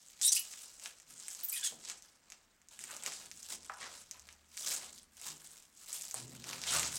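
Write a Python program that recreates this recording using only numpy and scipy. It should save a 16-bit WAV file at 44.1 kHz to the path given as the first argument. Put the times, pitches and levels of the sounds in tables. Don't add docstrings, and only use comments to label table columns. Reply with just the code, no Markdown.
import sys
import numpy as np
from scipy import signal
from scipy.io import wavfile
from scipy.ndimage import uniform_filter1d

SR = 44100
rng = np.random.default_rng(int(sys.argv[2]) if len(sys.argv) > 2 else 0)


def transcribe(signal):
    frames = np.atleast_2d(signal).T
    limited = np.clip(frames, -1, 1)
    pcm = np.round(limited * 32767).astype(np.int16)
    wavfile.write(sys.argv[1], SR, pcm)


N = 307818
TIME = np.arange(N) / SR
BAND_EDGES_HZ = np.geomspace(20, 17000, 28)
BAND_CENTRES_HZ = np.sqrt(BAND_EDGES_HZ[1:] * BAND_EDGES_HZ[:-1])


def from_db(db):
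    return 10 ** (np.asarray(db) / 20)


def rms_one(x):
    return x / np.sqrt(np.mean(x ** 2) + 1e-20)


def in_time(rows):
    times, *columns = np.transpose(rows)
    return [np.interp(TIME, times, column) for column in columns]


def at_hz(points, hz):
    freqs, values = np.transpose(points)
    return np.interp(np.log(hz), np.log(freqs), values)


def band(x, index):
    sos = signal.butter(2, BAND_EDGES_HZ[index:index + 2], "band", fs=SR, output="sos")
    return signal.sosfilt(sos, x + 1e-18)


def resonate(x, hz, width_hz):
    r = np.exp(-np.pi * width_hz / SR)
    feedback = [1, -2 * r * np.cos(2 * np.pi * hz / SR), r * r]
    return signal.lfilter(np.array([1, 0, -1]) * (1 - r * r) / 2, feedback, x + 1e-18)


def steep_ring(x, hz, width_hz, widen=2):
    return resonate(resonate(x, hz, width_hz), hz, widen * width_hz)


def ping(hz, width_hz):
    ring = steep_ring(signal.unit_impulse(1024), hz, width_hz)
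    return ring / np.abs(ring).max()


def drift(rate, size=N):
    steps = np.arange(size)
    return rms_one(np.interp(steps * rate / SR, steps, rng.standard_normal(size)))


def swell(t, crest, hold_s, rise_s, fade_s, curve=1):
    away = np.maximum(crest - t, 0) / rise_s + np.maximum(t - crest - hold_s, 0) / fade_s
    return 10 ** -np.minimum(away ** curve, 10)


def add(out, start_s, sound):
    start = max(round(start_s * SR), 0)
    out[start:start + len(sound)] += sound[:N - start]


# frequency in Hz, relative spectral density in dB.
ROOM_TONE_COLOUR = [(25, 7.5), (70, 6.5), (120, -1.5), (200, 7), (350, -2), (800, -4), (1800, -1),
                    (3500, -11), (7500, -11), (11000, -21.5), (16000, -14)]


def room_tone(level_db=-71.5):
    white = rng.standard_normal((2, N))
    bands = (from_db(at_hz(ROOM_TONE_COLOUR, hz)) * band(white[k % 2], k)
             for k, hz in enumerate(BAND_CENTRES_HZ))
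    return from_db(level_db) * rms_one(sum(bands))


# frequency in Hz, seconds to fall 60 dB.
ROOM_DECAY = [(150, .5), (500, 0.63), (1300, 0.27), (3500, 0.26), (8000, 0.15), (16000, 0.14)]
# delay in seconds, level in dB before the echo_db trim.
EARLY_ECHOES = [(.0048, -7), (.0137, -15), (.0228, -18)]


def room(x, wet_db, echo_db, build_s=0.0015):
    t = TIME[:SR // 2]
    tail = sum(band(rng.standard_normal(len(t)), k) * from_db(-60 * t / at_hz(ROOM_DECAY, hz))
               for k, hz in enumerate(BAND_CENTRES_HZ))
    tail *= 1 - np.exp(-t / build_s)
    response = from_db(wet_db) * tail / np.sqrt(np.sum(tail ** 2))
    response[0] += 1
    for delay, db in EARLY_ECHOES:
        response[round(delay * SR)] += from_db(db + echo_db)
    return signal.fftconvolve(x, response)[:N]


# crest and hold in seconds, boom and panel rumble levels in dB.
STACK_SHOVES = [(1.085, 0.069, -75.5, -75.5), (1.725, 0.01, -74, -62.5), (2.791, 0.58, -78, -72.5),
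                (3.52, 0.051, -87, -65.5), (3.998, 0.32, -79.5, -86), (4.63, 0.34, -80, -71.5),
                (5.255, 0.073, -79, -67), (5.95, .07, -76, -81), (6.2, 0.3, -65, -59),
                (6.534, 0.056, -62, -64), (6.703, 0.2, -56, -60.5)]


def strain(drag_boom_db=-22, drag_rumble_db=-19):
    t, level, _, body, *_ = handling().T
    power = from_db(2 * (level + body + np.array([[drag_boom_db], [drag_rumble_db]])))
    for crest, hold, boom, rumble in STACK_SHOVES:
        envelope = swell(t, crest, hold, rise_s=0.032, fade_s=0.25)
        power += (from_db([[boom], [rumble]]) * envelope) ** 2
    return np.column_stack([t, *10 * np.log10(power)])


def shaken(modes, level_db):
    drag = rng.standard_normal(N + SR)
    ring = sum(from_db(db) * rms_one(steep_ring(drag, hz, width, widen=4)) for hz, width, db in modes)
    ring = ring[SR:]
    return from_db(level_db) * ring / np.sqrt(uniform_filter1d(ring ** 2, size=3000) + 1e-6)


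# pitch in Hz, width in Hz, relative level in dB.
STACK_MODES = [(126, 13, 0.5), (152, 22, 6.5)]
PANEL_MODES = [(210, 49, -4), (245, 46, -4), (314, 91, -2.5)]
DRONE_MODES = [(73, 3.7, 0)]
# time in seconds, level in dB.
DRONE_RIDE = [(2.6, -105), (2.64, -89), (3.61, -73.5), (4.15, -82), (4.21, -68), (4.54, -75.5),
              (4.67, -103), (4.73, -75), (5.34, -78), (5.62, -100), (6.44, -69), (6.49, -80), (6.8, -55),
              (6.98, -67)]


def boxes(rumble_trim_db=-0.5, drone_trim_db=0.5):
    boom_db, rumble_db = in_time(strain())
    drone_db, = in_time(DRONE_RIDE)
    boom = shaken(STACK_MODES, boom_db)
    rumble = shaken(PANEL_MODES, rumble_db + rumble_trim_db)
    drone = shaken(DRONE_MODES, drone_db + drone_trim_db)
    return boom + rumble + drone


# crest and hold in seconds, pitch in Hz, level in dB.
BOX_GROANS = [(5.294, 0.13, 153, -69), (6.17, 0.21, 125, -58), (6.705, 0.13, 152.8, -55)]


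def groans(waver=0.0293, octave_db=-7.5, unsteady_db=3.0):
    out = np.zeros(N)
    for crest, hold, hz, db in BOX_GROANS:
        phase = 2 * np.pi * np.cumsum(hz * (1 + waver * drift(25))) / SR
        tone = sum(np.sin(k * phase) * from_db(octave_db * (k - 1) + unsteady_db * drift(20))
                   for k in (1, 2))
        out += from_db(db) * swell(TIME, crest, hold, rise_s=0.032, fade_s=0.21) * rms_one(tone)
    return out


# start in seconds, peak in dB, pitch in Hz, width in Hz.
HAND_KNOCKS = [(1.724, -44.5, 510, 450), (3.6976, -27, 1294, 400), (3.7023, -34, 880, 423),
               (6.143, -33.5, 635, 765)]


def knocks():
    out = np.zeros(N)
    for start, peak_db, hz, width_hz in HAND_KNOCKS:
        add(out, start, from_db(peak_db) * ping(hz, width_hz))
    return out


# start and length in seconds, first and last pitch in Hz,
# level in dB, roughness (0 is all tone, 1 or more all rasp).
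FILM_SLIPS = [(0.217, 0.029, 6450, 7060, -33, 1.1), (0.23, 0.061, 3670, 3930, -37, 0.22),
              (0.246, 0.022, 8360, 9370, -28, 0.1), (0.247, 0.038, 7370, 8100, -32, 0.4),
              (0.264, .013, 10900, 13800, -36, .3), (0.276, 0.02, 5430, 6260, -28, 0),
              (0.318, 0.016, 6250, 6760, -26, 1.1), (0.348, 0.034, 5250, 5430, -35.5, .77),
              (0.349, 0.023, 9100, 10650, -32.5, .85), (0.364, .0165, 2510, 3030, -38, 0.06),
              (0.393, .006, 10730, 11100, -32.5, 0.3), (1.432, 0.011, 15500, 13600, -36, 0),
              (1.445, .0094, 13400, 14900, -34, 0), (1.484, .016, 13400, 10500, -39, .2),
              (1.494, 0.0075, 9100, 7340, -39, .5), (1.518, 0.015, 15400, 10700, -38.5, 0),
              (1.525, 0.025, 2434, 2440, -44.5, 0.06), (1.53, 0.052, 10370, 8800, -40.5, 0.54),
              (1.557, 0.029, 1890, 1647, -52, 0.03), (1.559, 0.026, 3650, 3230, -44.5, 0.76),
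              (1.622, .045, 1628, 1860, -51.5, 0.02), (1.629, 0.053, 3640, 3230, -43, 0.42),
              (1.638, 0.037, 8140, 6270, -36, .7), (2.889, 0.043, 1444, 1200, -55.5, 1),
              (3.812, .032, 2005, 1600, -49.5, 0.74), (3.844, 0.026, 1350, 1176, -51.5, 0.6),
              (6.673, .035, 3750, 2870, -40.5, .9), (6.718, 0.058, 1319, 1153, -41, 0.5)]


def squeals(edge_s=0.0012, waver=0.032, unsteady_db=2.0, rasp_width=0.56, overtone_db=-9):
    out, t = np.zeros(N), TIME[:SR // 8]
    for start, length, first_hz, last_hz, db, rough in FILM_SLIPS + side_chirps():
        rough = np.clip(rough, 0, 1)
        centre = (first_hz + last_hz) / 2
        wobble = drift(220, len(t)) + rough * drift(1500, len(t))
        hz = np.interp(t, [0, length], [first_hz, last_hz]) * (1 + waver * wobble)
        phase = 2 * np.pi * np.cumsum(hz) / SR
        tone = sum(np.sin(k * phase) * from_db(overtone_db * np.log2(k) + at_hz(FILM_COLOUR, k * centre))
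                   for k in range(1, 5) if k * centre < SR / 2)
        rasp = steep_ring(rng.standard_normal(len(t)), centre, centre * rasp_width)
        voice = np.sqrt(1 - rough) * rms_one(tone) + np.sqrt(rough) * rms_one(rasp)
        grip = rms_one(from_db(unsteady_db * drift(600, len(t))))
        gate = np.clip(t / edge_s, 0, 1) * np.clip((length + edge_s - t) / edge_s, 0, 1)
        add(out, start, from_db(db) * gate * grip * voice)
    return out


def side_chirps(per_slip=2, length_s=0.008, relative_db=-12, glide=0.13, rough=0.45):
    rows = []
    for start, length, hz, _, db, _ in FILM_SLIPS:
        for when, pitch, bend in rng.random((per_slip, 3)):
            first_hz = hz * (0.75 + 0.75 * pitch)
            last_hz = first_hz * (1 + glide * (2 * bend - 1))
            rows.append((start + when * length, length_s, first_hz, last_hz, db + relative_db, rough))
    return rows


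# start in seconds, peak in dB, ring pitch in Hz,
# body in dB relative to the ring.
CREASE_SNAPS = [(0.2144, -18, 5930, -14.5), (0.5373, -32, 5940, 0), (0.7976, -32.5, 6600, -12),
                (0.8591, -24, 5830, 2), (1.0003, -36, 6950, -11), (1.283, -22.5, 8100, -12),
                (1.3493, -27, 6500, -21), (1.8875, -25.5, 6500, -11), (1.8991, -21.5, 6160, -11),
                (2.0233, -35, 6360, -24), (2.058, -51, 10330, -17), (2.302, -33, 6900, -12),
                (2.3211, -29.5, 6200, -6.5), (2.617, -46, 6940, -7), (2.6865, -36.5, 6460, -24),
                (2.7914, -28.5, 7940, -7), (2.8397, -26.5, 8200, -8), (2.9096, -29, 7600, -7),
                (2.9662, -26, 6700, -32), (3.0368, -24.5, 7900, -13), (3.0627, -16.5, 6700, -7),
                (3.0735, -25.5, 7300, -12), (3.1219, -26.5, 6900, -4), (3.26, -33, 7260, -14),
                (3.3144, -27.5, 5870, -10), (3.4304, -29, 6700, -23), (3.6514, -36, 6070, -11),
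                (4.1119, -24, 6150, -19), (4.196, -34, 6350, -25), (4.289, -33, 5800, 3),
                (4.327, -38.5, 6500, -25), (4.571, -26.5, 7700, -13), (4.5758, -24, 5700, -11.5),
                (4.7183, -20, 7140, -8), (4.866, -39, 6600, -5), (4.9844, -36, 5500, -21),
                (5.031, -41.5, 8900, -26), (5.2213, -40, 5900, -26), (5.5158, -37, 7740, -23),
                (5.6247, -39.5, 6570, -25), (5.9297, -20.5, 7700, -21), (6.012, -25, 7200, -21),
                (6.021, -23.5, 7200, -22), (6.1117, -23, 6700, -18), (6.1431, -18, 8400, -25),
                (6.4417, -27, 6100, -4), (6.4917, -24.5, 6100, -10), (6.531, -23.5, 5670, 0.5),
                (6.582, -31.5, 5900, -2), (6.617, -23.5, 5400, -21), (6.638, -20, 4960, -6),
                (6.7958, -12.5, 7200, -10.5), (6.831, -15.5, 5300, -7), (6.9688, -22.5, 5700, -24)]


def snaps(crack_db=-12, settle_per_s=2500, settle_db=-17, settle_s=0.0056):
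    out, t = np.zeros(N), TIME[:SR // 20]
    crack, body = ping(10170, width_hz=3000), ping(1900, width_hz=1500)
    for start, peak_db, hz, body_db in CREASE_SNAPS + small_snaps():
        flips = (rng.random(len(t)) < settle_per_s / SR) * rng.standard_normal(len(t))
        flips *= from_db(settle_db) * np.exp(-t / settle_s)
        flips[0] = 1
        click = ping(hz, width_hz=2300) + from_db(crack_db) * crack - from_db(body_db) * body
        add(out, start, from_db(peak_db) * signal.fftconvolve(flips, click / np.abs(click).max()))
    return out


def small_snaps(per_s=13, above_db=16, spread_db=3.5, ring_hz=7000, body_db=-17, candidates=400):
    t, level, rub, *_ = handling().T
    when, chance = rng.random((candidates, 2)).T
    size, pitch, depth = rng.standard_normal((3, candidates))
    starts = when * TIME[-1]
    peak_db = np.interp(starts, t, level - 6 * rub) + above_db + spread_db * size
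    rows = np.column_stack([starts, peak_db, ring_hz * np.exp(0.13 * pitch), body_db + 5 * depth])
    return list(rows[chance < per_s * TIME[-1] / candidates])


# crest in seconds, level at 5-10 kHz
# in dB, rise and fade in seconds per 20 dB, body and sheen in relative dB, share of smooth rub (0-1).
HAND_STROKES = [(0.114, -59.5, 0.28, 0.066, -16, -12.5, 0.14), (0.24, -55, 0.15, 1, -8.5, -19.5, .2),
                (0.51, -51.5, 0.47, 0.41, -22.5, -9.5, 0.87), (0.861, -51, 0.073, 0.092, -6.5, -7, 0.7),
                (1.1, -56.5, 0.033, 0.35, -12, -9, 0.56), (1.26, -53, 0.24, 0.37, -15.5, -13, .4),
                (1.42, -53.5, 0.33, 0.48, -12.5, -8, 0.32), (1.67, -45.5, 0.36, 0.091, -17.5, -11, 0.55),
                (1.905, -47, 0.13, 0.088, -9, -19, .6), (2.035, -67, .02, 0.24, -2, -10, .4),
                (2.325, -68, 0.11, 0.19, -1, -18, 0.57), (2.714, -55.5, 0.012, 0.13, -11.5, -14, 0.3),
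                (2.805, -52, .03, 0.28, -9.5, -9, 0.24), (2.925, -54.5, 0.087, 0.24, 0.5, -4, 0.18),
                (3.08, -49.5, 0.083, 0.057, 0.5, -5, .6), (3.135, -47, 0.11, 0.15, -14, -20, 0.86),
                (3.24, -55.5, 0.11, 0.07, -2, -7.5, 0.45), (4.97, -59, 0.27, .12, -11.5, -10, 0.35),
                (6.04, -50, 0.24, 0.25, -12.5, -3.5, 0.18), (3.435, -52, 0.2, 0.15, -15, -9, 0.26),
                (3.52, -42, 0.054, 0.061, -11, -10, 0.59), (3.655, -58.5, .1, 0.67, -11, -14, 0.11),
                (3.835, -54, 0.078, 0.16, 4.5, -25, 0.83), (3.97, -55, 0.26, 0.16, -14, -10.5, 0.93),
                (4.135, -62, 0.054, 0.14, 1, -10, 0.15), (4.264, -64, 0.06, 0.26, -1.5, -8, .1),
                (4.595, -48.5, 0.037, 0.21, -22, -4.5, 0.28), (4.727, -38, 0.17, 0.1, -11, -8.5, 0.49),
                (4.82, -49.5, 0.15, 0.11, -5, -11, 0.82), (5.257, -44, 0.1, 0.11, -9.5, -7, 0.28),
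                (5.46, -56.5, 0.22, 0.26, -9, -5, 0.21), (5.82, -54.5, .11, 0.19, -14, -8, 0.32),
                (5.89, -51.5, 0.041, .15, -7.5, -4, 0.48), (5.937, -44.5, 0.072, 0.14, -20, -8, .26),
                (6.155, -46.5, 0.021, 0.14, -11.5, -20, 0.48), (6.33, -56, 0.077, 0.23, -5, -7, 0.1),
                (6.499, -49, 0.093, 0.26, -1, -8, 0.36), (6.682, -44, 0.015, 0.12, -10, -10, 0.81),
                (6.745, -35, 0.13, 0.22, -6, -12.5, 0.8), (6.961, -42.5, 0.093, 0.13, -15.5, -8.5, 0.29)]


def handling(rest_db=-81.5, rest_body_db=-4, rest_sheen_db=-13, rest_rub=0.18):
    t = TIME[::64]
    resting = np.full(len(t), from_db(2 * rest_db))
    strokes = [(from_db(db) * swell(t, crest, 0, rise, fade, curve=1.22)) ** 2
               for crest, db, rise, fade, *_ in HAND_STROKES]
    powers = np.array([resting] + strokes)
    total = powers.sum(axis=0)
    shares = powers / total
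    textures = [(rest_body_db, rest_sheen_db, rest_rub)] + [row[-3:] for row in HAND_STROKES]
    body, sheen, rub = np.transpose(textures)
    rasp = 0.53 * body - 0.8
    colours = [10 * np.log10(from_db(2 * db) @ shares) for db in (body, rasp, sheen)]
    return np.column_stack([t, 10 * np.log10(total), np.clip(rub, 0, 1) @ shares, *colours])


# frequency in Hz, relative spectral density in dB.
FILM_COLOUR = [(200, -18), (330, -15), (470, -10), (680, -7), (950, -8), (1250, -4.5), (2100, -4),
               (3200, 1.5), (4500, 2), (6200, 4), (8200, 4), (10000, -19), (13000, -16.5), (16000, -27.5)]
FILM_REGISTERS = [(5000, 10000), (400, 2200), (2200, 5000), (10000, 16000)]


def crinkle(creases_per_s=620, size_db=4.0, clump_db=4.0, flutter_db=3.0, patchy_db=2.0):
    level, rub, *register_db = in_time(handling())
    buckles = rng.random(N) < creases_per_s * from_db(clump_db * drift(90)) / SR
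    sizes = from_db(size_db * np.minimum(rng.exponential(1, N), 3.2))
    creases = rms_one(buckles * sizes)
    sliding = from_db(flutter_db * drift(250))
    force = np.sqrt((1 - rub) * creases ** 2 + rub * sliding ** 2) * from_db(level)
    base_db = [10 * np.log10(np.sum(from_db(at_hz(FILM_COLOUR, np.arange(low, high))) ** 2))
               for low, high in FILM_REGISTERS]
    lifts_db = np.array([np.zeros(N)] + register_db) - np.array(base_db)[:, None]
    middles = np.log(FILM_REGISTERS).mean(axis=1)
    rising = np.argsort(middles)
    out = np.zeros(N)
    for k in np.flatnonzero(BAND_CENTRES_HZ > FILM_COLOUR[0][0]):
        hz = BAND_CENTRES_HZ[k]
        crossfade = np.array([np.interp(np.log(hz), middles[rising], row[rising]) for row in np.eye(4)])
        colour = from_db(at_hz(FILM_COLOUR, hz) + crossfade @ lifts_db)
        wander = rms_one(from_db(patchy_db * drift(45)))
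        out += band(force * rng.standard_normal(N) * colour * wander, k)
    return out * np.sqrt(SR / 2)


def scene():
    rustle = room(crinkle(), wet_db=-10.5, echo_db=-23)
    clicks = room(snaps(), wet_db=-9, echo_db=-2)
    cling = room(squeals(), wet_db=-6, echo_db=-18.5)
    cardboard = room(knocks(), wet_db=-4, echo_db=-3) + boxes() + groans()
    return (rustle + clicks + cling + cardboard + room_tone())[None]


def record(dry, presence_hz=8400, presence_mix_db=-4, cutoff_hz=16000, gain_db=-1.5):
    bright = dry + from_db(presence_mix_db) * resonate(dry, presence_hz, width_hz=1100)
    high_cut = signal.ellip(10, 0.2, 70, cutoff_hz, fs=SR, output="sos")
    return signal.sosfilt(high_cut, from_db(gain_db) * bright)


dry = scene()
out = record(dry)
transcribe(out)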